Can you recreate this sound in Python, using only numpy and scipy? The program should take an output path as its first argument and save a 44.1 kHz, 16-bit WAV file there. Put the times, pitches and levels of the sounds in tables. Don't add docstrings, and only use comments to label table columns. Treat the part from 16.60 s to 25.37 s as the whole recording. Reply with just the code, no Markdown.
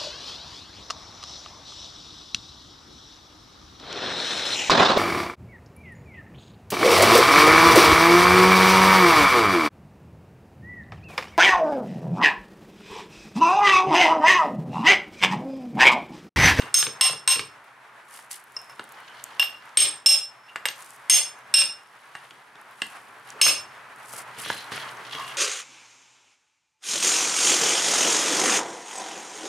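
import sys
import numpy as np
from scipy import signal
from scipy.fft import rfft, irfft, next_fast_len
from scipy.io import wavfile
from scipy.ndimage import uniform_filter1d

SR = 44100
rng = np.random.default_rng(int(sys.argv[2]) if len(sys.argv) > 2 else 0)


def generate_wav(signal):
    frames = np.transpose(np.atleast_2d(signal))
    scaled = np.clip(frames, -1, 1) * 32767
    pcm = np.round(scaled).astype(np.int16)
    wavfile.write(sys.argv[1], SR, pcm)


def convert_level_to_amplitude(level_db):
    exponent = np.asarray(level_db, float) / 20
    return 10 ** exponent


N = 386757
LEAD = SR // 4


def at_hz(points, hz):
    points_hz, values = np.transpose(points)
    return np.interp(np.log(np.maximum(hz, 1)), np.log(points_hz), values)


def drift(rate_hz, size=N):
    knots = rng.standard_normal(3000)
    return np.interp(np.arange(size) / SR * rate_hz, np.arange(len(knots)), knots)


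def dying(t, t60):
    return convert_level_to_amplitude(-60 * t / np.maximum(t60, 1e-3))


def add(track, start_s, sound):
    i = round(start_s * SR) + LEAD
    track[i:i + len(sound)] += sound[:len(track) - i]


# frequency_hz, likeness [0-1]
LEFT_RIGHT_LIKENESS = [(100, 1), (300, .98), (700, .93), (2000, .69), (8000, .68), (15000, .45)]


def stereo_noise(spectrum, size):
    padded = next_fast_len(size, True)
    hz = np.fft.rfftfreq(padded, 1 / SR)
    mid, side = rfft(rng.standard_normal((2, padded))) * convert_level_to_amplitude(at_hz(spectrum, hz))
    alike = np.clip(at_hz(LEFT_RIGHT_LIKENESS, hz), 0, 1)
    difference = np.sqrt(1 - alike) * side * [[1], [-1]]
    pair = irfft(np.sqrt(1 + alike) * mid + difference, padded)[:, :size]
    return pair / np.sqrt(np.mean(pair ** 2))


# frequency_hz, level_db [per Hz]
BENCH_THUD = [(40, -38), (70, -14.5), (135, 3.5), (200, -10.5), (300, -3.5), (500, -1.5), (900, -42.5)]


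def bench_thud(t, level_db, t60):
    return convert_level_to_amplitude(level_db) * stereo_noise(BENCH_THUD, len(t))[0] * dying(t, t60)


# frequency_hz, level_db [per Hz]
CRACK_COLOUR = [(1200, -37), (2200, 1), (3800, 3.5), (6000, -8.5), (8500, -6.5), (11000, -38)]
# frequency_hz, level_db [per Hz]
EDGE_COLOUR = [(5000, -33), (8000, 2.5), (10000, 6), (12500, -6), (13500, -27.5), (16000, -30.5)]
# frequency_hz, level_db [per Hz]
BODY_COLOUR = [(250, -39), (500, -1), (1000, 2.5), (2000, 6.5), (3500, -43.5)]
BLOW_FOLLOWS = {"edge": (-4, 1.41, 0.12, 0.35, 0.48), "body": (-20.5, 0.664, 0.26, -0.2451, .01),
                "thud": (-52.5, 0.5, -0.4, 0.1, -0.3)}


def impact_noise(t, force_db, free, ring_db):
    causes = [force_db, *ring_db[:3]]
    level_db = {}
    for name, (offset_db, *slopes) in BLOW_FOLLOWS.items():
        level_db[name] = offset_db + np.dot(slopes, causes)
    clatter = convert_level_to_amplitude(-19.5) * dying(t, .22 * free)
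    crack = convert_level_to_amplitude(force_db - 7.5) * stereo_noise(CRACK_COLOUR, len(t))[0]
    crack += convert_level_to_amplitude(level_db["edge"] + 9.5) * stereo_noise(EDGE_COLOUR, len(t))[0]
    sound = crack * (0.74 * dying(t, 0.02) + clatter)
    body = convert_level_to_amplitude(level_db["body"] + 3.5) * stereo_noise(BODY_COLOUR, len(t))[0]
    sound += body * (0.81 * dying(t, 0.033) + .9 * dying(t, 0.012) + 1.6 * clatter)
    return sound + bench_thud(t, level_db["thud"] - 3.0, 0.055 * free)


HEAD_HZ = [
    2790,
    5322,
    6372,
    8520,
    12705,
    1033,
]
# split_hz, t60_s
HEAD_PAIRS = [(35.3, 0.18), (8.7, 0.16), (7, 0.14), (45, 0.081), (25, 0.13), (4, 0.31)]


def head_ring(t, mode_db, free):
    sound = np.zeros(len(t))
    for hz, (split_hz, t60), db in zip(HEAD_HZ, HEAD_PAIRS, mode_db):
        grip, side, phase = rng.standard_normal(3)
        split = split_hz * np.sign(side)
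        lower = 2 * np.pi * (hz + 0.076 * grip * split_hz - split / 2) * t
        pair = np.sin(lower) + 0.76 * np.sin(lower + 2 * np.pi * split * t + 3 * phase)
        pair *= convert_level_to_amplitude(4 * np.interp(t * 110, np.arange(40), rng.standard_normal(40)))
        sound += convert_level_to_amplitude(db + 6.5) * pair * dying(t, t60 * free)
    return sound


WEAK_HZ = [2976, 3860, 4194, 5082, 7590, 8302, 8968, 9620, 11720, 12270]
# level_db [re crack], t60_s
WEAK_DECAY = [(-31, .1), (-33.5, 0.13), (-59.5, 0.033), (-41, 0.25), (-22.5, 0.049), (-38.5, .1),
              (-37, 0.12), (-33, 0.17), (-35.5, 0.12), (-48.5, 0.11)]


def weak_ring(t, force_db, free):
    sound = np.zeros(len(t))
    for hz, (db, t60) in zip(WEAK_HZ, WEAK_DECAY):
        chance, shift = rng.standard_normal(2)
        tone = np.sin(2 * np.pi * (hz + 15 * shift) * t)
        sound += convert_level_to_amplitude(force_db + db + 3 * chance) * tone * dying(t, t60 * free)
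    return sound


# start_s, force_db, freedom from the damping grip [0-1]
BLOWS = [(-.0646, -2.5, 0.43), (0.1414, 9.5, 0.57), (.41, 12, 0.7), (0.6756, 8, 1), (1.9653, -34.5, 0.43),
         (2.0953, -45, 0.65), (2.1943, -26, 0.14), (2.7955, -3, 0.39), (3.1717, 14.5, 0.93),
         (3.46, 12.5, 1), (3.9582, -19, 0.3), (4.0543, -8, 0.67), (4.4972, 17, 0.83), (4.9394, 13.5, 0.82),
         (5.5511, -29.5, 0.78), (6.2183, -14.5, 0.22), (6.8136, 19.5, 0.6)]
# bending_db, lengthwise_db, twisting_db, high_db, top_db [re force]
LANDING = [(-24.5, -23.5, -26, -17.5, -28), (-32, -21, -21, -11.5, -28), (-24, -17, -32, -12, -40.5),
           (-26, -20, -30.5, -9, -38), (-11, -4, -27, -16, -29), (-10, -9.5, -31, -35, -33),
           (-14, -29, -39, -39, -46), (-10, -16.5, -50, -19.5, -28), (-37, -22, -35, -12, -42.5),
           (-29, -13.5, -31.5, -14.5, -35.5), (-23, -43, -73, -45, -45), (-23, -30, -35, -22, -36),
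           (-32, -23, -19.5, -16, -33.5), (-23, -16, -34.5, -13.5, -40), (-24, -43, -52, -28, -50),
           (-7, -25, -45, -20, -39), (-28.5, -21.5, -29, -20.5, -31)]
# start_s, level_db
FLANGE_BLOWS = [
    (-.06, -48.5),
    (.14, -46),
    (.41, -29.5),
    (.68, -38),
    (1.96, -54),
]


def hammer():
    out, t = np.zeros(N + LEAD), np.arange(SR // 3) / SR
    for (start_s, force_db, free), ring_db in zip(BLOWS, LANDING):
        housing_db = max([db for at_s, db in FLANGE_BLOWS if abs(at_s - start_s) < .05], default=-70)
        mode_db = [*(force_db + np.array(ring_db)), housing_db]
        sound = impact_noise(t, force_db, free, ring_db)
        sound += head_ring(t, mode_db, free)
        sound += weak_ring(t, force_db, free)
        add(out, start_s, sound * np.minimum(t / 0.0012, 1))
    return out


# frequency_hz, t60_s
ROOM_T60 = [(100, .5), (500, 0.38), (2000, 0.3), (6000, 0.28), (14000, 0.23)]


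def room(x):
    t = np.arange(SR * 3 // 4) / SR
    edges_hz = 60 * 2 ** np.arange(0, 8.6, .5)
    noise = stereo_noise([(20, 0.011), (20000, 0.0044)], len(t))
    tail = np.zeros((2, len(t)))
    for low, high in zip(edges_hz, edges_hz[1:]):
        half_octave = signal.butter(2, [low, min(high, .45 * SR)], "band", fs=SR, output="sos")
        tail += signal.sosfilt(half_octave, noise) * dying(t, at_hz(ROOM_T60, low))
    tail *= np.minimum(t / 0.0019, 1)
    tail *= convert_level_to_amplitude(-5.5) / np.sqrt(np.sum(tail ** 2) / 2)
    tail[:, 0] = 1
    return signal.fftconvolve(x[None], tail)[:, LEAD:LEAD + N]


# start_s, level_db
AIR_LEVEL = [(0.0, -44), (.14, -46.5), (.68, -50), (1.05, -51.5), (1.9, -51), (2.6, -47.5), (3.55, -51),
             (3.71, -52), (5.01, -48), (5.18, -52.5), (6.18, -50), (6.6, -46), (6.91, -45.5), (7.15, -46.5),
             (7.72, -44), (8.04, -44.5), (8.18, -40), (8.5, -42.5)]
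# frequency_hz, level_db [per Hz]
AIR_COLOUR = [(260, -41.5), (450, -13), (563, -6.5), (950, 1.5), (1650, -0.5), (2510, -8.5), (2700, -11),
              (4770, -22.5), (7030, -26.5), (9920, -25), (14600, -38.5), (16000, -47)]
# frequency_hz, level_db [per Hz]
RUMBLE_COLOUR = [(25, -18), (50, -16), (62, -9), (95, -16.5), (125, 3.5), (160, -10), (210, -5), (310, -6),
                 (450, -1.5), (600, -35)]


def shop_air():
    times_s, levels_db = np.transpose(AIR_LEVEL)
    air_db = np.interp(np.arange(N) / SR, times_s, levels_db)
    air = convert_level_to_amplitude(air_db + 0.66 + 2.1 * drift(25)) * stereo_noise(AIR_COLOUR, N)
    rumble_db = -64 + 1.2 * (air_db - air_db.mean())
    return air + convert_level_to_amplitude(rumble_db) * stereo_noise(RUMBLE_COLOUR, N)


def contact(t, peak_db, centre_hz, spread, t60):
    burst = rng.standard_normal(len(t)) * (dying(t, 0.5 * t60) + 0.12 * dying(t, 0.56 * t60))
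    edges_hz = [centre_hz / spread, min(centre_hz * spread, .45 * SR)]
    burst = signal.sosfilt(signal.butter(2, edges_hz, "band", fs=SR, output="sos"), burst)
    return convert_level_to_amplitude(peak_db - 10.5) * burst / np.abs(burst).max()


# start_s,
# peak_db, centre_hz, thud_db
KNOCKS = [(.021, -11, 1700, -40), (.227, 0, 1810, -44), (.267, -6, 1810, -38.5), (.495, -11, 1010, -43),
          (.533, -14, 1040, -43), (.759, -9, 1820, -38), (.794, -1, 2310, -41), (1.59, -24, 1410, -72),
          (1.708, -26, 1720, -73), (2.196, -20, 480, -53), (2.828, -6, 2020, -62),
          (3.247, -22, 2520, -47.5), (4.086, -5, 2300, -60), (4.575, -36, 2530, -52),
          (5.019, -2.5, 2540, -54), (5.708, -24.5, 2040, -56), (5.955, -27.5, 1710, -58),
          (6.219, -16.5, 430, -54.5), (6.865, 4.5, 1045, -34), (7.536, -18, 1080, -50),
          (7.777, -32, 1620, -46.5), (7.86, -14, 1200, -41.5), (7.901, 0, 910, -42),
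          (8.119, -13.5, 1040, -38.5), (8.177, -11.5, 1150, -62), (8.549, -20.5, 1270, -44.5),
          (8.675, -34, 1240, -57)]


def housing_knocks():
    out, t = np.zeros(N + LEAD), np.arange(SR // 8) / SR
    for start_s, peak_db, centre_hz, thud_db in KNOCKS:
        add(out, start_s, contact(t, peak_db, centre_hz, spread=1.93, t60=.034))
        add(out, start_s, bench_thud(t, thud_db - 0.5, 0.18))
    return out


# start_s, peak_db, centre_hz
FINGER_TICKS = [(1.043, -42, 11760), (1.8403, -32, 10200), (1.921, -33, 9600), (2.0164, -30, 9700),
                (2.0443, -37, 8500), (2.1094, -38, 10800), (2.1644, -47, 8540), (2.241, -26, 8850),
                (2.2917, -30, 9560), (2.322, -26.5, 9800), (2.4039, -34, 10200), (2.6403, -11, 9140),
                (3.0572, -36.5, 8730), (3.0924, -36, 6400)]
# start_s, peak_db, centre_hz
GRIT_TICKS = [(4.1599, -33, 9260), (4.1812, -29, 9610), (4.1985, -34.5, 9850), (4.2239, -24, 7510),
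              (4.2617, -29, 7960), (4.3061, -23.5, 8850), (4.362, -32, 9080), (4.7894, -36, 8540),
              (6.014, -33, 9990), (6.1114, -40, 10100), (6.2682, -26.5, 8400), (6.5979, -39, 10100),
              (6.6493, -43.5, 8500), (6.6742, -33, 9280), (6.7037, -18.5, 7530), (6.7114, -50.5, 8830),
              (7.3614, -34, 9150), (8.3708, -31, 6510)]


def ticks():
    out, t = np.zeros(N + LEAD), np.arange(SR // 8) / SR
    for start_s, peak_db, centre_hz in [*FINGER_TICKS, *GRIT_TICKS]:
        add(out, start_s, contact(t, peak_db, centre_hz, spread=1.3, t60=0.0074))
    return out


# peak_s, swell_s, fade_s, hiss_db [sleeve], slide_db [housing]
MOVES = [(1.044, .012, 0.088, -68.5, -60), (1.56, .11, 0.13, -48.5, -53), (1.714, 0.015, 0.095, -37, -42),
         (1.97, 0.25, 1, -63, -67), (2.66, 1, 1, -66, -54.5), (3.95, 0.25, .11, -69, -67),
         (4.2, 0.079, 0.42, -52.5, -58), (4.49, .3, .11, -66, -66.5), (5.6, 0.99, 0.64, -65, -59.5),
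         (6.26, 0.27, 0.43, -56.5, -58), (6.724, 0.21, 0.03, -58.5, -53), (7.12, .21, .3, -71, -62),
         (7.588, .21, 0.064, -41.5, -50.5), (7.79, 0.023, 0.24, -41, -40.5), (7.91, 0.2, 0.22, -45, -36.5),
         (8.0, 0.13, 0.15, -51, -44), (8.125, 0.028, 0.24, -48, -36), (8.314, .06, 0.1, -56, -52),
         (8.46, 0.08, 0.35, -61, -47), (8.552, 0.085, .15, -51.5, -37.5), (8.68, 0.37, 0.17, -51, -41.5)]
# frequency_hz, level_db [per Hz]
HISS_COLOUR = [(2650, -33), (4500, -5.5), (6630, -4.5), (9720, 3), (11300, -3), (14700, -13.5),
               (16000, -24)]
# frequency_hz, level_db [per Hz]
SLIDE_COLOUR = [(1180, -19.5), (2000, 1.5), (2350, -7), (2930, 0.5), (3450, -3.5), (4190, -6.5),
                (7000, -15.5), (9100, -47), (15400, -120)]


def handling():
    t = np.arange(0, N + 64, 64) / SR
    gains = np.zeros((2, len(t)))
    for peak_s, swell_s, fade_s, hiss_db, slide_db in MOVES:
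        span_s = np.maximum(np.where(t < peak_s, swell_s, fade_s), 1e-3)
        loss_db = 24.5 * (np.abs(t - peak_s) / span_s) ** 1.36
        gains = np.maximum(gains, convert_level_to_amplitude(np.c_[[hiss_db, slide_db]] - loss_db))
    hiss_gain, slide_gain = [np.interp(np.arange(N) / SR, t, g) for g in gains]
    slide = convert_level_to_amplitude(4.6 * drift(250)) * stereo_noise(SLIDE_COLOUR, N)
    hiss = convert_level_to_amplitude(4.2 * drift(300)) * stereo_noise(HISS_COLOUR, N)
    return convert_level_to_amplitude(-.5) * hiss_gain * hiss + convert_level_to_amplitude(-1.5) * slide_gain * slide


# start_s, end_s, pitch_hz, width_hz, level_db
RUBS = [(3.87, 3.96, 2790, 40, -52), (3.8, 3.92, 5322, 32, -66), (7.82, 8.06, 4050, 250, -46),
        (7.84, 7.96, 3400, 300, -43), (6.72, 6.83, 490, 220, -43), (7.82, 7.9, 2500, 200, -50),
        (8.1, 8.25, 3280, 35, -49), (8.44, 8.77, 3280, 35, -49.5), (8.5, 8.77, 1100, 120, -41),
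        (8.11, 8.26, 4250, 70, -53), (8.5, 8.75, 2800, 200, -46), (2.3, 2.79, 3080, 110, -60),
        (2.35, 2.79, 4350, 110, -66)]


def rubs():
    out = np.zeros(N + LEAD)
    for start_s, end_s, hz, width_hz, db in RUBS:
        size = round((end_s - start_s) * SR)
        slips = rng.standard_normal(size) * convert_level_to_amplitude(7.8 * drift(41, size))
        ring = signal.lfilter(*signal.iirpeak(hz, hz / width_hz, SR), slips)
        add(out, start_s, convert_level_to_amplitude(db) * ring / ring.std() * np.hanning(size) ** 0.39)
    return out


def scene():
    small = ticks()
    struck = room(hammer() + housing_knocks() + rubs() + 0.59 * small)
    return struck + 0.95 * small[LEAD:] + handling() + shop_air()


def roll_off(x):
    return signal.sosfilt(signal.butter(12, 16810, fs=SR, output="sos"), x)


def record(dry):
    ceiling_db, release_db_per_s = -16, 380
    dry = signal.sosfilt(signal.butter(2, 75, "high", fs=SR, output="sos"), dry)
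    power = signal.lfilter([.02], [1, -.98], np.mean(dry ** 2, axis=0))
    over_db = np.maximum(10 * np.log10(power + 1e-12) - ceiling_db, 0)
    release_db = release_db_per_s * np.arange(N) / SR
    held_db = np.maximum.accumulate(over_db + release_db) - release_db
    held_db = np.roll(uniform_filter1d(held_db, size=61), -55)
    limited = 1.04 * np.tanh(dry * convert_level_to_amplitude(-.78 * held_db) / 0.92)
    top_cut = signal.cheby1(8, 1, 15800, fs=SR, output="sos")
    return roll_off(signal.sosfilt(top_cut, limited))


dry = scene()
out = record(dry)
generate_wav(out)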